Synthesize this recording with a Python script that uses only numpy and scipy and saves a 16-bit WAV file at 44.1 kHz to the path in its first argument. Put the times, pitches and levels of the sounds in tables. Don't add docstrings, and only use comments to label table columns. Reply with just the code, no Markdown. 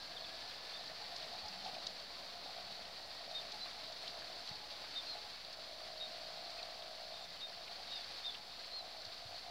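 import sys
import numpy as np
from scipy import signal
from scipy.fft import rfft, irfft, next_fast_len
from scipy.io import wavfile

SR = 44100
rng = np.random.default_rng(int(sys.argv[2]) if len(sys.argv) > 2 else 0)


def invert_db(x):
    u = np.asarray(x, float) / 20
    return 10 ** u


def transcribe(u):
    v = np.clip(np.atleast_2d(u).T, -1, 1)
    q = np.round(v * 32767).astype(np.int16)
    wavfile.write(sys.argv[1], SR, q)


N = 419082


def unit(x):
    return x / np.sqrt(np.mean(x ** 2) + 1e-20)


def in_time(rows):
    s, *columns = np.transpose(rows)
    return [np.interp(np.arange(N) / SR, s, column) for column in columns]


def drift(rate):
    r = np.exp(-80 * np.pi * rate / SR)
    slow = signal.lfilter([1], [1, -2 * r, r * r], rng.standard_normal(N // 40 + 2002))[2000:]
    return np.interp(np.arange(N) / 40, np.arange(len(slow)), unit(slow))


def resonance(x, hz, width_hz):
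    r = np.exp(-np.pi * width_hz / SR)
    ring = [1, -2 * r * np.cos(2 * np.pi * hz / SR), r * r]
    return signal.lfilter([(1 - r * r) / 2, 0, (r * r - 1) / 2], ring, x)


def coloured(spectrum, patchy_db):
    size = next_fast_len(N)
    hz_at, db_at = np.transpose(spectrum)
    octave = np.log2(np.arange(size // 2 + 1) * SR / size + 1)
    curve_db = np.interp(octave, np.log2(hz_at), db_at, -120, -120)
    shaped = rfft(rng.standard_normal(size)) * invert_db(curve_db)
    if not patchy_db:
        return unit(irfft(shaped, size)[:N])
    out = 0
    together = drift(16.4)
    for centre in range(int(np.log2(hz_at[0])), 15):
        share = np.clip(1 - np.abs(octave - centre), 0, 1)
        flicker_db = patchy_db * (0.74 * together + drift(47))
        out = out + irfft(shaped * share, size)[:N] * invert_db(flicker_db)
    return unit(out)


def sine(turns):
    return np.sqrt(2) * np.sin(2 * np.pi * turns)


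def kite():
    # time in seconds, hum level in dB, rocking from 0 to 1,
    # ribbon tautness as the centre of its tone in Hz.
    flight = [(0, -54.5, 0.99, 650), (.5, -58.5, 0.84, 645), (1.75, -50, 0.92, 635),
              (2.12, -66.5, 0.79, 570), (2.36, -52, 0.86, 653), (3.1, -58.5, 0.59, 630),
              (3.36, -54, 0.66, 651.4), (4.4, -57, 0.8, 657), (4.55, -57, .75, 662),
              (5.17, -55.5, 0.78, 640), (5.37, -68, 0.9, 650), (5.5, -56.5, 0.73, 641),
              (5.95, -53.5, 0.11, 656.4), (7.07, -53, .25, 656), (7.35, -57.5, 0.83, 640),
              (8.2, -55.5, .7, 707), (8.68, -64, .6, 660), (9.5, -49.5, .9, 670)]
    # top of the throb in seconds, accent in dB.
    rock_marks = [(.009, -3), (.222, 3), (.469, 4.5), (.553, -5), (.805, 6), (.912, -1), (1.781, -0.5),
                  (2.356, 0), (2.478, -1), (2.893, 1), (3.315, 2), (3.423, 2.5), (3.56, -1.5),
                  (3.771, -1.5), (4.036, 0), (4.143, 4), (4.297, 2.5), (4.531, -4), (4.831, -2.5),
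                  (5.263, 3), (6.599, 0.5), (7.222, 2), (7.476, -0.5), (7.603, 5), (8.202, -1), (8.821, 6),
                  (8.975, 3.5), (9.222, 0), (9.327, 0), (9.479, -2)]
    rock_period_s, accent_reach_s, swell_db = .108, 0.12, 2.5
    flutter_base_hz, sharper_hz = 57.34, .7
    dip_db, pitch_bend, pitch_lead, jitter = 14, .014, .12, .003

    t = np.arange(N) / SR
    steps = t[::100]
    mark_s = np.array(rock_marks)[:, 0]
    rocks = np.cumsum(np.r_[0, np.maximum(np.round(np.diff(mark_s) / rock_period_s), 1)])
    turn = 2 * np.pi * np.interp(t, mark_s, rocks)
    hum_db, rocking, taut_hz = in_time(flight)
    accents = sum(db * np.clip(1.5 - np.abs(steps - at) / accent_reach_s, 0, 1) for at, db in rock_marks)
    hum_db = hum_db + swell_db * rocking * drift(4.2) + np.interp(t, steps, accents)
    throb = invert_db(-dip_db * rocking * (1 - np.cos(turn)) / 2)

    flutter_hz = flutter_base_hz + sharper_hz * rocking * (1 + 0.797 * drift(3.97))
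    bend = pitch_bend * (np.cos(turn + 2 * np.pi * pitch_lead) - .5)
    cycles = np.cumsum(flutter_hz * (1 + rocking * (bend + jitter * drift(7.5)))) / SR

    bow_db = np.interp(t, steps, gusts(steps))
    bright_hz = taut_hz + 3.5 * (bow_db + 81.5)
    moving = invert_db(hum_db - 1.9) * ribbon(cycles, bright_hz, rocking) + invert_db(bow_db) * bow()
    return throb * moving + steady_hum(flutter_base_hz)


def ribbon(cycles, bright_hz, rocking):
    # multiple of the flutter pitch, level in dB.
    overtones = [(8, -22), (9, -18), (10, -12), (11, 0), (12, -2.5), (13, -9), (14, -17), (15, -22)]
    shift = (bright_hz - 660) / 70 + .3 * rocking ** 2 + .25 * rocking ** 2 * drift(8)
    total, power = 0, 0
    for multiple, _ in overtones:
        level_db = np.interp(multiple - shift, *np.transpose(overtones))
        height = invert_db(level_db + (.8 + 1.2 * rocking) * drift(9))
        total = total + height * sine(multiple * cycles)
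        power = power + height ** 2
    return total / np.sqrt(power)


def bow():
    # pitch in Hz, level in dB.
    bow_modes = [(843, 3), (765, -6.5), (456, -11)]
    out = 0
    for hz, db in bow_modes:
        cycles = np.cumsum(hz * (1 + .009 * drift(14))) / SR
        out = out + invert_db(db + 1.5 * drift(7)) * sine(cycles)
    return out


def steady_hum(flutter_hz):
    # multiple of the flutter pitch, rms level in dB.
    low_tones = [(1, -77), (3, -85)]
    t = np.arange(N) / SR
    return sum(invert_db(db + 1.3 * drift(7.7)) * sine(multiple * flutter_hz * t) for multiple, db in low_tones)


def gusts(t):
    # peak in seconds, bow level in dB, release in dB per second.
    gust_rows = [(.42, -66.5, 25), (1.03, -61, 56), (1.38, -64, 88), (1.48, -56.5, 128), (1.66, -56, 74),
                 (2.49, -59.5, 130), (2.72, -64.5, 25), (3.55, -61.5, 80), (3.78, -61.5, 204),
                 (4.52, -61, 23), (5.16, -61.5, 9), (6.4, -73, 90), (7.22, -66.5, 153), (7.72, -67, 27),
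                 (8.39, -64, 66), (8.89, -64.5, 150), (9.5, -73, 92)]
    calm_db, rise_db_per_s = -81.5, 115
    lull_start_s, lull_end_s = 5.28, 6.3
    out = np.full(len(t), calm_db)
    for s, db, release in gust_rows:
        below_peak = np.maximum((s - t) * rise_db_per_s, (t - s) * release)
        out = np.maximum(out, db - below_peak)
    lull_db = np.clip(t - lull_start_s, 0, None) * (t < lull_end_s) * rise_db_per_s
    return np.maximum(out - lull_db, calm_db)


def ticks():
    # start in seconds, peak level in dB, pitch in Hz, length in seconds.
    tick_rows = [(0.406, -45, 4500, 0.007), (0.476, -41, 4050, 0.007), (0.668, -43, 4050, 0.0084),
                 (1.161, -38, 4400, 0.0085), (1.458, -44, 4500, 0.007), (1.483, -38, 4500, 0.007),
                 (1.65, -44, 4620, 0.0052), (1.747, -47, 4240, 0.012), (1.8677, -27, 4320, 0.0063),
                 (1.998, -40.5, 4220, 0.0063), (2.725, -43, 3900, 0.0064), (3.519, -37, 4300, 0.0093),
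                 (3.919, -42, 4297, 0.013), (4.077, -32, 3980, 0.0072), (4.472, -40, 3930, 0.0084),
                 (4.489, -38, 4170, 0.0082), (5.447, -37, 4040, 0.0047), (5.528, -40.5, 4570, 0.0072),
                 (6.448, -43, 4180, 0.0061), (6.502, -42, 4570, 0.0079), (6.628, -36.5, 4100, 0.0061),
                 (8.161, -63, 4526, 0.0069), (9.0172, -42.5, 4460, 0.0089), (9.046, -39, 4340, 0.011),
                 (9.06, -44, 4200, 0.014), (9.14, -43, 4453, 0.0084)]
    # start in seconds, peak level in dB, pitch in Hz, length in seconds.
    scuff_rows = [
        (1.525, -47, 2714, .008),
        (1.663, -43, 2900, 0.0092),
        (1.748, -43, 2700, 0.0065),
        (2.85, -49, 2960, .008),
        (4.068, -41, 3120, 0.015),
        (4.218, -47, 1603, 0.01234),
        (6.821, -41, 3500, 0.0072),
        (7.675, -44.5, 2580, 0.01),
        (8.344, -37, 3100, 0.01),
    ]
    out = np.zeros(N)
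    t = np.arange(1500) / SR
    for s, db, hz, length in [*tick_rows, *scuff_rows]:
        burst = rng.standard_normal(len(t)) * t / length * np.exp(-(t / length) ** 2 * 2)
        ring = resonance(resonance(resonance(burst, hz, hz / 3), hz, hz / 2), hz, hz / 1.5)
        crack = resonance(resonance(burst, 6000, 2500), 6500, 3000)
        tick = ring + .012 * crack
        at = round((s - .001) * SR)
        out[at:at + len(t)] += invert_db(db) * tick / np.abs(tick).max()
    return out


def shaped_calls(rows, shape):
    return [[(start + length * share, hz * (1 + depth * change), db + loss) for share, change, loss in shape]
            for start, length, hz, db, depth in rows]


def birds():
    # start in seconds, length in seconds, pitch in Hz, rms level in dB,
    # depth of the pitch shape.
    chirp_rows = [
        (.734, .045, 3600, -48.5, .3),
        (3.334, .073, 3700, -43.5, .6),
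        (4.951, .06, 3700, -43.5, .8),
        (5.996, .075, 3760, -44, .4),
        (7.408, .06, 3750, -45.5, .6),
        (7.9, .093, 3790, -48, 1.4),
        (8.239, .07, 3700, -42, 1.7),
    ]
    arch_rows = [
        (3.6, .055, 4060, -46, .3),
        (5.055, .095, 4280, -47.5, 1),
        (8.715, .1, 4300, -46, 1),
    ]
    # start in seconds, length in seconds, start pitch in Hz, end pitch in Hz, rms level in dB.
    far_rows = [(.163, .022, 3750, 3050, -51), (.185, .05, 4600, 4000, -53), (.238, .018, 3800, 3250, -50),
                (.255, .02, 2900, 2500, -59), (6.585, .02, 2700, 2350, -54), (7.135, .04, 3630, 3620, -56),
                (7.2, .06, 3630, 3620, -57), (7.215, .035, 7600, 6800, -71), (7.34, .11, 3200, 2680, -62),
                (7.88, .14, 3050, 2570, -63), (7.95, .04, 4950, 4800, -52), (7.99, .05, 3550, 3400, -59),
                (8.255, .02, 4950, 4800, -51)]
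    # share of its length, pitch change as a share, level in dB.
    chirp_shape = [(0, -.02, -12), (.22, 0, -1), (.45, -.008, -1), (.85, -.038, -5), (1, -.046, -14)]
    arch_shape = [(0, -.07, -16), (.2, -.025, -2), (.5, 0, 0), (.88, -.06, -3), (1, -.08, -14)]
    half_way, ends_db = .42, -5
    edge_s = 0.0013

    far = []
    for start, length, hz0, hz1, db in far_rows:
        middle_hz = hz0 + half_way * (hz1 - hz0)
        far.append([(start, hz0, db + ends_db), (start + length / 2, middle_hz, db),
                    (start + length, hz1, db + ends_db)])
    chirps = shaped_calls(chirp_rows, chirp_shape)
    arches = shaped_calls(arch_rows, arch_shape)

    out = np.zeros(N)
    hoarse, waver = drift(120), drift(190)
    # its calls, level flutter in dB, pitch waver as a share
    for calls, flutter_db, spread in ((chirps, 2.5, .011), (arches, 1.2, .002), (far, 3, .016)):
        for call in calls:
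            s, hz, db = np.transpose(call)
            i = np.arange(round(s[0] * SR), round(s[-1] * SR))
            edge = np.clip(np.minimum(i - i[0], i[-1] - i) / (edge_s * SR), 0, 1)
            turns = np.cumsum(np.interp(i / SR, s, hz) * (1 + spread * waver[i])) / SR
            level = invert_db(np.interp(i / SR, s, db) + flutter_db * hoarse[i])
            out[i] += edge * level * sine(turns)
    trees = rng.standard_normal(6000) * np.exp(-np.arange(6000) / SR / .03)
    echoes = signal.fftconvolve(out, trees / np.sqrt(np.sum(trees ** 2)))[:N]
    return out + invert_db(-13) * echoes


def leaves():
    # frequency in Hz, level in dB per Hz.
    leaf_spectrum = [(600, -49), (1000, -9.5), (3000, -10), (4500, 0.5), (6000, -18.5), (7000, -25.5),
                     (12000, -35.5), (15800, -37)]
    air_spectrum = [(25, -28), (40, -32), (60, -3.5), (150, -4.5), (400, -3), (700, 6), (1000, -4.5),
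                    (1500, -18.5)]
    # time in seconds, rustle level in dB.
    breeze = [(0, -52.5), (.9, -52.5), (1.32, -51), (1.48, -52.5), (1.75, -51), (2.0, -53.5), (2.7, -52.5),
              (3.09, -53.5), (3.5, -52), (4.4, -52), (4.73, -53.5), (5.18, -51.5), (5.32, -54),
              (6.6, -52.5), (7.3, -54.5), (8.15, -51.5), (8.4, -54.5), (9.5, -53.5)]
    peak_hz, width_hz = 4440, 1100
    cracks_per_s, crackle_db = 300, -12
    air_start_db, air_sag_db_per_s, air_follows = -59, 0.24, 0.4

    rustle_db, = in_time(breeze)
    crack_size = invert_db(3.5 * np.minimum(rng.exponential(1, N), 3)) * rng.choice([-1, 1], N)
    cracks = (rng.random(N) < cracks_per_s / SR) * crack_size
    crackle = unit(resonance(resonance(cracks, peak_hz, width_hz), peak_hz, width_hz))
    rustle = coloured(leaf_spectrum, patchy_db=1.09) + invert_db(crackle_db) * crackle
    air_db = air_start_db - air_sag_db_per_s * np.arange(N) / SR
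    air_db = air_db + air_follows * (rustle_db - rustle_db.mean())
    return invert_db(rustle_db + 2.0) * rustle + invert_db(air_db) * coloured(air_spectrum, patchy_db=1.05)


def wind():
    # middle in seconds, length in seconds, peak level in dB, pitch in Hz.
    puffs = [
        (1.45, 0.031, -58, 78),
        (4.516, 0.0085, -46, 132.3),
        (9.076, 0.033, -61, 97.6),
        (9.263, 0.017, -53, 108.8),
        (9.322, 0.07, -63.5, 91.3),
    ]
    t = np.arange(N) / SR
    out = np.zeros(N)
    for s, length, db, hz in puffs:
        swell = np.exp(-(2 * (t - s) / length) ** 2)
        out += invert_db(db) * swell * np.sin(2 * np.pi * hz * (s - t) + 0.42)
    return out


def whine():
    # time in seconds, pitch in Hz, rms level in dB.
    glide = [
        (0, 1620, -68),
        (.6, 1730, -66.5),
        (1.1, 1830, -68),
        (1.5, 1900, -75),
        (2.85, 1920, -76),
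        (3.1, 1890, -67.5),
        (3.4, 1870, -74),
        (3.7, 1860, -95),
    ]
    hz, db = in_time(glide)
    cycles = np.cumsum(hz * (1 + .022 * drift(50))) / SR
    return invert_db(db + .5 + 2.5 * drift(30)) * sine(cycles)


def drone():
    # middle in seconds, half length in seconds, level in dB.
    swells = [
        (.05, .15, -78),
        (.95, 0.12, -73),
        (1.588, 0.37, -68.5),
        (2.6, 0.54, -75),
        (3.547, 0.18, -69.5),
        (5.55, .1, -80),
        (6.3, 0.36, -78.5),
        (7.25, .12, -75),
        (8.149, 0.16, -79),
    ]
    t = np.arange(N) / SR
    level = sum(invert_db(db) * np.exp(-((t - s) / half) ** 2) for s, half, db in swells)
    return level * unit(resonance(resonance(rng.standard_normal(N), 188, 50), 188, 50))


def scene():
    mix = kite() + ticks() + birds() + leaves() + wind() + whine() + drone()
    return np.tile(mix, (2, 1))


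def low_pass(x):
    return signal.sosfilt(signal.butter(12, 15740, fs=SR, output="sos"), x)


def record(dry):
    # frequency in Hz, level in dB per Hz.
    self_noise = [(25, -50), (40, -19), (106, -6.5), (950, 3.5), (3000, -1), (5300, -4.5), (9000, -8.5),
                  (16000, -10.5)]
    hiss_db, offset = -65.5, -0.00067
    hiss = np.array([coloured(self_noise, patchy_db=0) for channel in dry])
    return low_pass(dry + invert_db(hiss_db) * hiss + offset)


dry = scene()
out = record(dry)
transcribe(out)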